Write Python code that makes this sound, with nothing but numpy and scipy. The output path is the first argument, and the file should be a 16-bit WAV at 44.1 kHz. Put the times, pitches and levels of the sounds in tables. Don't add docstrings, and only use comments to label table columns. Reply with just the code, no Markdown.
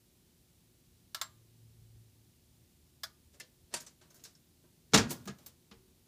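import sys
import numpy as np
from scipy import signal
from scipy.io import wavfile

SR = 44100
rng = np.random.default_rng(int(sys.argv[2]) if len(sys.argv) > 2 else 0)


def int16_out(signal):
    q = np.round(np.clip(np.atleast_2d(signal).T, -1, 1) * 32767)
    wavfile.write(sys.argv[1], SR, q.astype(np.int16))


def how_loud(loudness_db):
    steps = np.asarray(loudness_db, float) / 20
    return 10 ** steps


N = 267995

EDGES = np.append(28 * 2 ** np.arange(0, 9.1, 1 / 3), 17000)
CENTRES = np.sqrt(EDGES[1:] * EDGES[:-1])

# pitch_hz, level_db (per Hz)
ROOM_AIR = [(25, -20.5), (50, -8), (90, -5.5), (150, 0.5), (220, -8), (350, -9.5), (450, -16.5), (700, -21),
            (1300, -26.5), (2200, -24.5), (3800, -21), (6000, -22.5), (10000, -23), (15800, -24.5)]
# pitch_hz, level_db
HUM = [(240.4, -80.5), (359, -82), (116, -91.5)]
# nearest_s, level_db, away_s (to move one nearest-distance), pitch_hz
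PASSES = [
    (1.805, -60, 0.28, 112.6),
    (2.2, -76.5, .12, 110),
    (1.1, -75.5, .4, 83),
    (3, -70.5, 0.256, 76),
    (5.2, -73.5, 0.58, 80),
]
# centre_s, level_db
THUDS = [(.88, -70), (1.82, -62), (1.96, -65.5), (3.27, -72), (3.63, -62.5), (5.78, -60)]

# start_s, level_db (peak), weight_db, sharpness_db, t60_s
LATCH_CLICK = [(1.1463, -29.5, -15, -22, 0.17)]
LATCH_CATCH = [(1.2147, -25.5, -18, -26, 0.14)]
LATCH_RELEASE = [(3.0348, -27.5, 0, 0, 0.14)]
CREEPS = [
    (3.348, -43, -1, -1, 0.1),
    (3.722, -45.5, 0.5, -22, 0.14),
    (5.09, -49, -8, 3, 0.13),
    (5.102, -42, -12, -3, .1),
]
FINGER_TAP = [
    (3.3997, -46, -18, -5, 0.083),
    (3.4032, -33.5, -26.5, -35, 0.18),
]
RUBS = [
    (3.733, -39.5, 2.5, -31.5, 0.085),
    (4.928, -33.5, 2, -32.5, 0.047),
    (5.101, -32, -9, -25.5, 0.1),
]
HANDLING = [
    (3.7394, -22.5, -10, -11.5, 0.091),
    (3.7644, -39, -11.5, -13, 0.22),
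    (4.0134, -55.5, -3.5, -21, 0.3),
    (4.6394, -69.5, 0.5, -26, 0.26),
]
KEY_RATTLE = [(3.8035, -47, -16.5, 6, 0.2), (4.1038, -56, -14.5, -1, 0.22), (4.1435, -56.5, -18, 8, 0.089),
              (4.1571, -61, -13, 10, 0.42), (4.195, -57.5, -22, -19, 0.3), (4.2385, -42.5, -28, 0, 0.25),
              (4.2505, -40.5, -21.5, -20, 0.14), (4.352, -56, -23, -8, 0.11)]
KEY_SWING = [(3.8675, -39.5, -26, -1, 0.15)]
SLAM = [
    (4.9349, -11.5, -12.5, -29.5, 0.069),
    (4.9417, -7.5, -21, -16, 0.17),
    (4.9464, -12.5, -11.5, -17.5, 0.13),
    (4.9754, -16, -14.5, -16.5, 0.21),
]
FRAME_RATTLE = [(5.1067, -31, -7.5, -6.5, 0.11), (5.1134, -28, -16, -14, 0.089),
                (5.1263, -44.5, -7.5, -14, 0.55)]
FRAME_TICK = [(5.2555, -45.5, 0, 0, 0.11)]
REBOUND = [
    (5.2754, -38, -2, -16, 0.081),
    (5.281, -42.5, -1.8, -27, 0.12),
    (5.2966, -50.5, -1.3, -32, 0.21),
]
LOCK_RATTLE = [(5.3852, -51.5, -10.5, -21, 0.39), (5.4301, -72, -8, -2, 0.13),
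               (5.4622, -39.5, -17, -13, 0.17)]
SETTLING = [(5.713, -43, -3.5, -33, 0.16), (5.782, -77, 5, -6, 0.11), (5.88, -66, -0.5, -5, 0.11),
            (5.93, -74, -6, -7.5, 0.13)]

# pitch_hz, level_db, t60_s
LATCH_MODES = [(642, -8.5, 0.094), (780, -27, 0.11), (1080, -8, 0.087), (1160, -25, 0.38),
               (1335, -2.5, 0.14), (1695, -4.5, 0.12), (2090, -12, 0.069), (2890, -11, 0.16),
               (3520, 3, 0.04), (3800, -15, 0.039), (4470, -18, .09), (4880, 1, 0.057), (4700, -8, 0.042),
               (5100, 3.5, 0.034), (7600, -16, 0.05), (9140, -18, 0.059), (15800, 8, 0.02)]
CATCH_MODES = [(644, -17, 0.16), (1078, -3.5, 0.13), (1200, -14.5, 0.3), (1330, -2, 0.12),
               (1650, -5.5, 0.12), (2090, 2, 0.054), (2920, -13, 0.035), (3307, 9, 0.023), (3470, 4, 0.025),
               (3940, -14, 0.16), (4130, -15, 0.14), (5100, -14, 0.08), (4570, 0, 0.048), (5320, 8, 0.03),
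               (6500, -9, 0.025), (7230, 8, 0.014), (7640, -15, 0.18), (7500, -9, 0.19), (16150, 0, .02)]
RELEASE_MODES = [(654, -10.5, 0.098), (1210, -23, 0.4), (1333, -8.5, 0.06), (1465, -5, 0.13),
                 (1696, -7, 0.092), (2100, -27, .08), (3410, 1.5, 0.044), (3600, -8, 0.085),
                 (4440, -21, 0.079), (4820, 5, 0.043), (5070, 9, 0.03), (5440, 2, 0.044), (13700, -10, .03),
                 (16010, 3, .015)]
TAP_MODES = [(505, -15.5, 0.31), (631, -16.5, 0.42), (1766, 3, 0.049), (2070, 1, 0.05), (2650, -2, 0.04),
             (3180, -6, 0.05), (4160, -6, 0.076), (4400, -6, 0.068), (5230, 6.5, 0.045), (6570, -13, .07)]
PANEL_MODES = [(158.6, -8, 0.2), (360, 3, 0.13), (440, -27, .1), (622, 0, 0.21), (950, -4, 0.19),
               (1142, -8, 0.26), (1560, -0.5, 0.18), (3450, -4.5, 0.054), (4600, 5, 0.027), (5470, -30, .1),
               (6100, -20, 0.091), (6900, -25, 0.053), (7300, 9.5, 0.017), (8400, -1, 0.012)]
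KEY_MODES = [(1558, -12.5, 0.055), (4100, -10.5, 0.03), (4570, -8, .03), (5420, -2, 0.035),
             (6275, -3.5, 0.03), (6850, -4.5, .03), (8400, -8, 0.027), (9900, -10, .03), (12500, -16, .025),
             (14800, -10, .025)]
SWING_MODES = [(1620, -28, .06), (4800, -21, .04), (6020, 6, .06), (6250, -6, .05), (8040, 5, .025),
               (7500, -2, .03)]
DOOR_MODES = [(1172, -14.5, 0.2), (1260, -13.5, 0.16), (1430, -19.5, 0.52), (1644, -12, 0.35),
              (1890, -8.5, 0.27), (2250, -14.5, 0.15), (2440, -12.5, 0.18), (2823, -8, .15),
              (3400, -7.5, .12), (3910, -9, .13), (3730, -8, .1), (3524, -10.5, 0.1), (3750, -7.5, 0.13),
              (5235, -4.5, 0.11), (5700, -2.5, 0.082), (6400, -14.5, 0.083), (6450, -15.5, .15)]
FRAME_MODES = [(962, -11.5, 0.13), (6380, -18, .1), (9900, -15, 0.073), (14760, -6, .05)]
LOCK_MODES = [(5400, -18, .08), (6234, -11, 0.13), (7430, -2, 0.08), (8220, -7, 0.076), (9800, -27, .11),
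              (11200, -21, .08), (12430, -8, .06), (13640, -17, 0.06), (14380, -5, 0.09),
              (14550, -5, 0.076)]
REBOUND_MODES = [(674, -7, 0.051), (1260, -12, 0.08), (1950, -26, 0.07), (1666, -14, 0.18),
                 (2120, -20, 0.063), (2316, -27, 0.099), (3460, -30, 0.11)]
SETTLING_MODES = [(70.5, -4, 0.26), (200.2, 2.5, 0.14), (315, -12, 0.27), (378, -11.5, 0.78),
                  (460, -5, 0.206), (846, -14, 0.13), (1125, -23.5, .15), (2990, -18, 0.046)]

# pitch_hz, level_db (per Hz)
LATCH_COLOUR = [(180, -42), (300, -35), (446, -28), (631, -14.5), (849, -14), (1090, -2.5), (1670, -9.5),
                (1970, -7), (2610, -16), (4000, -3.5), (11100, -16.5), (13600, -11), (15500, -24)]
RELEASE_COLOUR = [(300, -34), (631, -16.5), (1100, -8), (1600, -3.5), (2100, -9.5), (2700, -31),
                  (3500, -4.5), (5300, -3), (7500, -11), (13600, -11), (15500, -26)]
KEY_COLOUR = [(59, -16.5), (100, -5.5), (640, -1.5), (758, -15.5), (936, -5.5), (1520, -4), (2690, -4),
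              (6260, 3), (13700, -12.5), (14500, -16), (15500, -27)]
PANEL_COLOUR = [(60, -22), (150, -3.5), (400, -7), (1000, -1.5), (2500, -2.5), (4500, -2.5), (7500, -2),
                (10000, -9.5), (12000, -24), (15500, -26)]
SWING_COLOUR = [(200, -11), (1000, -10.5), (2500, -10.5), (6000, -1.5), (8500, -3), (12000, -18),
                (15500, -18)]
DOOR_COLOUR = [(30, -41.5), (70, -18), (200, -8), (500, -18.5), (1200, -14), (3000, -17.5), (6300, -17),
               (9000, -29.5), (15500, -43)]
LOCK_COLOUR = [(59, -37.5), (100, -6.5), (362, -9.5), (808, -15.5), (936, -12), (1880, -17), (2090, -18),
               (6000, -11.5), (15500, -13)]
TICK_COLOUR = [(300, -18), (1500, -15), (4000, -13), (9000, -16), (12000, -20), (15000, -10)]

# pitch_hz, factor
RING_LENGTH = [(60, 2.8), (250, 1.9), (1200, 1.24), (4500, 0.95), (12000, 0.74)]
# start_s, pitch_hz, level_db, t60_s
BOOM_MODES = [(4.927, 151, -34, 0.14), (4.934, 438.5, -20.5, 0.13), (4.938, 196, -15.5, 0.066),
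              (4.945, 208.1, -21, 0.25), (4.942, 636, -21, 0.067), (4.94, 298, -22.5, 0.17),
              (4.94, 128, -40.5, .15), (4.94, 54.6, -36, .3), (4.942, 823, -24, 0.1),
              (4.942, 913, -32.5, 0.24), (4.975, 390.7, -31.5, 0.23), (4.985, 460, -32, 0.22),
              (5.003, 224.3, -32, 0.31), (5.005, 111.5, -30.5, 0.16), (5.045, 244.5, -37.5, 0.44),
              (5.061, 149, -40, 0.39), (5.1, 343, -39.5, 0.216), (5.105, 567, -48, 0.17),
              (5.115, 680, -48, 0.17), (5.263, 196.7, -38, 0.26), (5.275, 374, -36.5, 0.07),
              (5.28, 450, -45.5, 0.12), (5.285, 136, -41.5, 0.19), (5.29, 218, -35, 0.071),
              (5.286, 1668, -46, 0.12), (5.3, 1680, -60, 0.22)]


def rms_one(x):
    return x / np.sqrt(np.mean(x ** 2) + 1e-20)


def at_hz(points, hz):
    table_hz, values = np.array(points).T
    return np.interp(np.log(hz), np.log(table_hz), values)


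def band_filter(x, order, hz, kind):
    return signal.sosfilt(signal.butter(order, hz, kind, fs=SR, output="sos"), x)


def noise_bands():
    white = rng.standard_normal((2, N))
    pairs = zip(EDGES, EDGES[1:])
    return np.array([band_filter(white[k % 2], 2, [low, high], "band") for k, (low, high) in enumerate(pairs)])


def wander(per_s, heard=slice(None)):
    steps = rng.standard_normal(int(N / SR * 100) + 9)
    place = np.arange(N)[heard] / SR * min(per_s, 100)
    return np.interp(place, np.arange(len(steps)), steps)


def room_air():
    return how_loud(-68) * rms_one(how_loud(at_hz(ROOM_AIR, CENTRES)) @ noise_bands())


def transformer_hum():
    t = np.arange(N) / SR
    return sum(np.sqrt(2) * how_loud(level_db) * np.sin(2 * np.pi * hz * t) for hz, level_db in HUM)


def traffic():
    loss_db = 33.5
    thud_s = 0.016
    t, notes = np.arange(N) / SR, 0
    rumble_gain = how_loud(-77.5 - 1.5 * wander(6.0))
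    for nearest_s, level_db, away_s, hz in PASSES:
        side = np.where(t < nearest_s, 0.85, 1)
        distance = np.hypot(1, (t - nearest_s) / away_s * side)
        gain = how_loud(level_db - loss_db * np.log10(distance))
        pitch_hz = hz + 1.5 * wander(3.2)
        note = np.sqrt(2) * np.sin(2 * np.pi * np.cumsum(pitch_hz) / SR)
        notes = notes + gain * note * how_loud(2.1 * wander(17))
        rumble_gain = rumble_gain + how_loud(-13) * gain
    for centre_s, level_db in THUDS:
        rumble_gain = rumble_gain + how_loud(level_db) * np.exp(-((t - centre_s) / thud_s) ** 2)
    rumble = rms_one(band_filter(rng.standard_normal(N), 2, [40, 100], "band"))
    return notes + rumble_gain * rumble


def gritty(bands, grit_db):
    steps = rng.standard_normal(N // 40 + 2)
    flicker = np.interp(np.arange(N) / 40, np.arange(len(steps)), steps)
    share = np.clip(np.log2(CENTRES / 500) / 2, 0, 1)[:, None]
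    return bands * how_loud(grit_db * share * flicker)


def ring(force, hz, t60):
    r = how_loud(-60 / (max(t60, .01) * SR))
    w = 2 * np.pi * hz / SR
    return signal.lfilter([0, np.sin(w)], [1, -2 * r * np.cos(w), r * r], force + 1e-18)


def tilt_db(contact, hz):
    _, _, weight_db, sharpness_db, _ = contact
    return at_hz([(250, 2.5 * weight_db), (1200, weight_db), (4500, 0), (11000, sharpness_db)], hz)


def chatter_pushes(modes_hz, count, chatter_s):
    t = np.arange(2000) / SR
    fading = np.exp(-t / max(chatter_s, 1e-4))
    chatters = rng.standard_normal((count, len(modes_hz), len(t))) * fading / np.sqrt(np.sum(fading ** 2))
    turning = np.exp(-2j * np.pi * modes_hz[:, None] * t)
    net = np.abs(np.einsum('cmt,mt->cm', chatters, turning))
    return chatters / np.maximum(net, .4)[:, :, None]


def struck(contacts, colour, modes, bands, dense_db, clear_db, rise_s, crack_db, chatter_s):
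    out, t = np.zeros(N), np.arange(SR // 2) / SR
    usual = np.mean(np.array(contacts), axis=0)
    modes_hz, modes_db, _ = np.array(modes).T
    chatters = chatter_pushes(modes_hz, len(contacts), chatter_s)
    forces = np.zeros((len(modes), N))
    for contact, chatter in zip(contacts, chatters):
        start_s, peak_db, _, _, contact_t60 = contact
        at = round(start_s * SR - rise_s * SR)
        span = t[:N - at]
        here = slice(at, at + len(span))
        tilt = tilt_db(contact, CENTRES) - tilt_db(usual, CENTRES)
        level = peak_db + dense_db + at_hz(colour, CENTRES) + tilt
        t60 = np.maximum(contact_t60, .02) * at_hz(RING_LENGTH, CENTRES)[:, None]
        onset = 1 - np.exp(-(span / (rise_s + 1.3 / CENTRES[:, None])) ** 2)
        decay = how_loud(-60 * span / t60) + how_loud(crack_db - 60 * span / 0.031)
        out[here] += np.sum(how_loud(level)[:, None] * onset * decay * bands[:, here], axis=0)
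        tilt = tilt_db(contact, modes_hz) - tilt_db(usual, modes_hz)
        strength = peak_db + clear_db + modes_db + tilt
        forces[:, at:at + chatter.shape[1]] += how_loud(strength)[:, None] * chatter
    heard = slice(round(contacts[0][0] * SR) - SR // 20, round(contacts[-1][0] * SR) + SR // 2)
    for force, (hz, _, t60) in zip(forces, modes):
        beating = 1 + min(hz / 2500, 1) * wander(60, heard) / 2.0
        out[heard] += ring(force[heard], hz, t60) * beating
    return out


def latch(bands):
    clicks = struck(LATCH_CLICK, LATCH_COLOUR, LATCH_MODES, bands, dense_db=-3.0, clear_db=-12.0,
                    rise_s=0.000678, crack_db=12.5, chatter_s=0.0011)
    clicks += struck(LATCH_CATCH, LATCH_COLOUR, CATCH_MODES, bands, dense_db=-2.0, clear_db=-14.0,
                     rise_s=0.0007, crack_db=6.0, chatter_s=0.00072)
    clicks += struck(LATCH_RELEASE, RELEASE_COLOUR, RELEASE_MODES, bands, dense_db=-4.0, clear_db=-14.5,
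                     rise_s=0.000915, crack_db=4.0, chatter_s=0.0051)
    return band_filter(clicks + 1e-18, 4, 540, "high")


def sliding(bands):
    rubs = struck(RUBS, KEY_COLOUR, KEY_MODES, bands, dense_db=-3, clear_db=-60,
                  rise_s=.011, crack_db=-30, chatter_s=.01)
    creeps = struck(CREEPS, KEY_COLOUR, KEY_MODES, bands, dense_db=-3, clear_db=-60,
                    rise_s=.02, crack_db=-30, chatter_s=.01)
    return rubs + creeps


def hand(bands):
    tap = struck(FINGER_TAP, KEY_COLOUR, TAP_MODES, bands, dense_db=-9.0, clear_db=-14.5,
                 rise_s=0.00102, crack_db=0.5, chatter_s=0.006)
    shake = struck(HANDLING, PANEL_COLOUR, PANEL_MODES, bands, dense_db=-1.5, clear_db=-16.0,
                   rise_s=0.001056, crack_db=-25, chatter_s=0.0092)
    return tap + shake


def key_rattle(bands):
    return struck(KEY_RATTLE, KEY_COLOUR, KEY_MODES, bands, dense_db=-7, clear_db=-5.5,
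                  rise_s=0.0011, crack_db=-16, chatter_s=0.012)


def key_swing(bands):
    return struck(KEY_SWING, SWING_COLOUR, SWING_MODES, bands, dense_db=-3.5, clear_db=-11.0,
                  rise_s=0.004, crack_db=-23, chatter_s=0.0069)


def boom():
    out, t = np.zeros(N), np.arange(SR // 2) / SR
    swell = 1 - np.exp(-(t / 0.0036) ** 2)
    for start_s, hz, level_db, t60 in BOOM_MODES:
        at = round(start_s * SR)
        decay = how_loud(level_db - 60 * t / max(t60, .02))
        out[at:at + len(t)] += swell * decay * np.sin(2 * np.pi * hz * t)
    return out


def slam(bands):
    return struck(SLAM, DOOR_COLOUR, DOOR_MODES, bands, dense_db=7.0, clear_db=-18.5,
                  rise_s=.0005, crack_db=0.5, chatter_s=0.0067)


def frame_rattle(bands):
    return struck(FRAME_RATTLE, LOCK_COLOUR, FRAME_MODES, bands, dense_db=4.5, clear_db=-10.0,
                  rise_s=0.0017, crack_db=-9.0, chatter_s=0.013)


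def frame_tick(bands):
    return struck(FRAME_TICK, TICK_COLOUR, LOCK_MODES, bands, dense_db=5.5, clear_db=-23,
                  rise_s=0.00105, crack_db=-3, chatter_s=0.003)


def rebound(bands):
    return struck(REBOUND, DOOR_COLOUR, REBOUND_MODES, bands, dense_db=14, clear_db=-1.0,
                  rise_s=0.00181, crack_db=-8, chatter_s=0.023)


def lock_rattle(bands):
    return struck(LOCK_RATTLE, LOCK_COLOUR, LOCK_MODES, bands, dense_db=3.5, clear_db=-8.0,
                  rise_s=0.001014, crack_db=-2.0, chatter_s=0.0029)


def settling(bands):
    return struck(SETTLING, DOOR_COLOUR, SETTLING_MODES, bands, dense_db=12.5, clear_db=-4.5,
                  rise_s=0.001066, crack_db=-18.0, chatter_s=0.013)


def room(x):
    t = np.arange(SR // 2) / SR
    tail = rng.standard_normal(len(t)) * how_loud(-60 * t / 0.33) * (t > .006)
    tail = signal.lfilter([.5], [1, -.5], tail)
    return how_loud(-25) * signal.fftconvolve(x, tail / np.sqrt(np.sum(tail ** 2)))[:N]


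def scene():
    bands = gritty(noise_bands(), grit_db=0.9)
    door = latch(bands) + key_swing(bands) + frame_tick(bands)
    door += hand(bands)
    door += key_rattle(bands)
    door += slam(bands) + rebound(bands) + settling(bands)
    door += frame_rattle(bands) + lock_rattle(bands)
    door += sliding(bands) + boom()
    in_room = door + room(door)
    background = room_air() + transformer_hum() + traffic()
    return (in_room + background)[None]


def top_cut(x):
    return signal.sosfilt(signal.butter(12, 16590, fs=SR, output="sos"), x)


def record(dry):
    thin = band_filter(dry, 2, 42, "high")
    mix = signal.sosfilt(signal.ellip(8, .3, 24, 15450, fs=SR, output="sos"), thin)
    return top_cut(mix)


dry = scene()
out = record(dry)
int16_out(out)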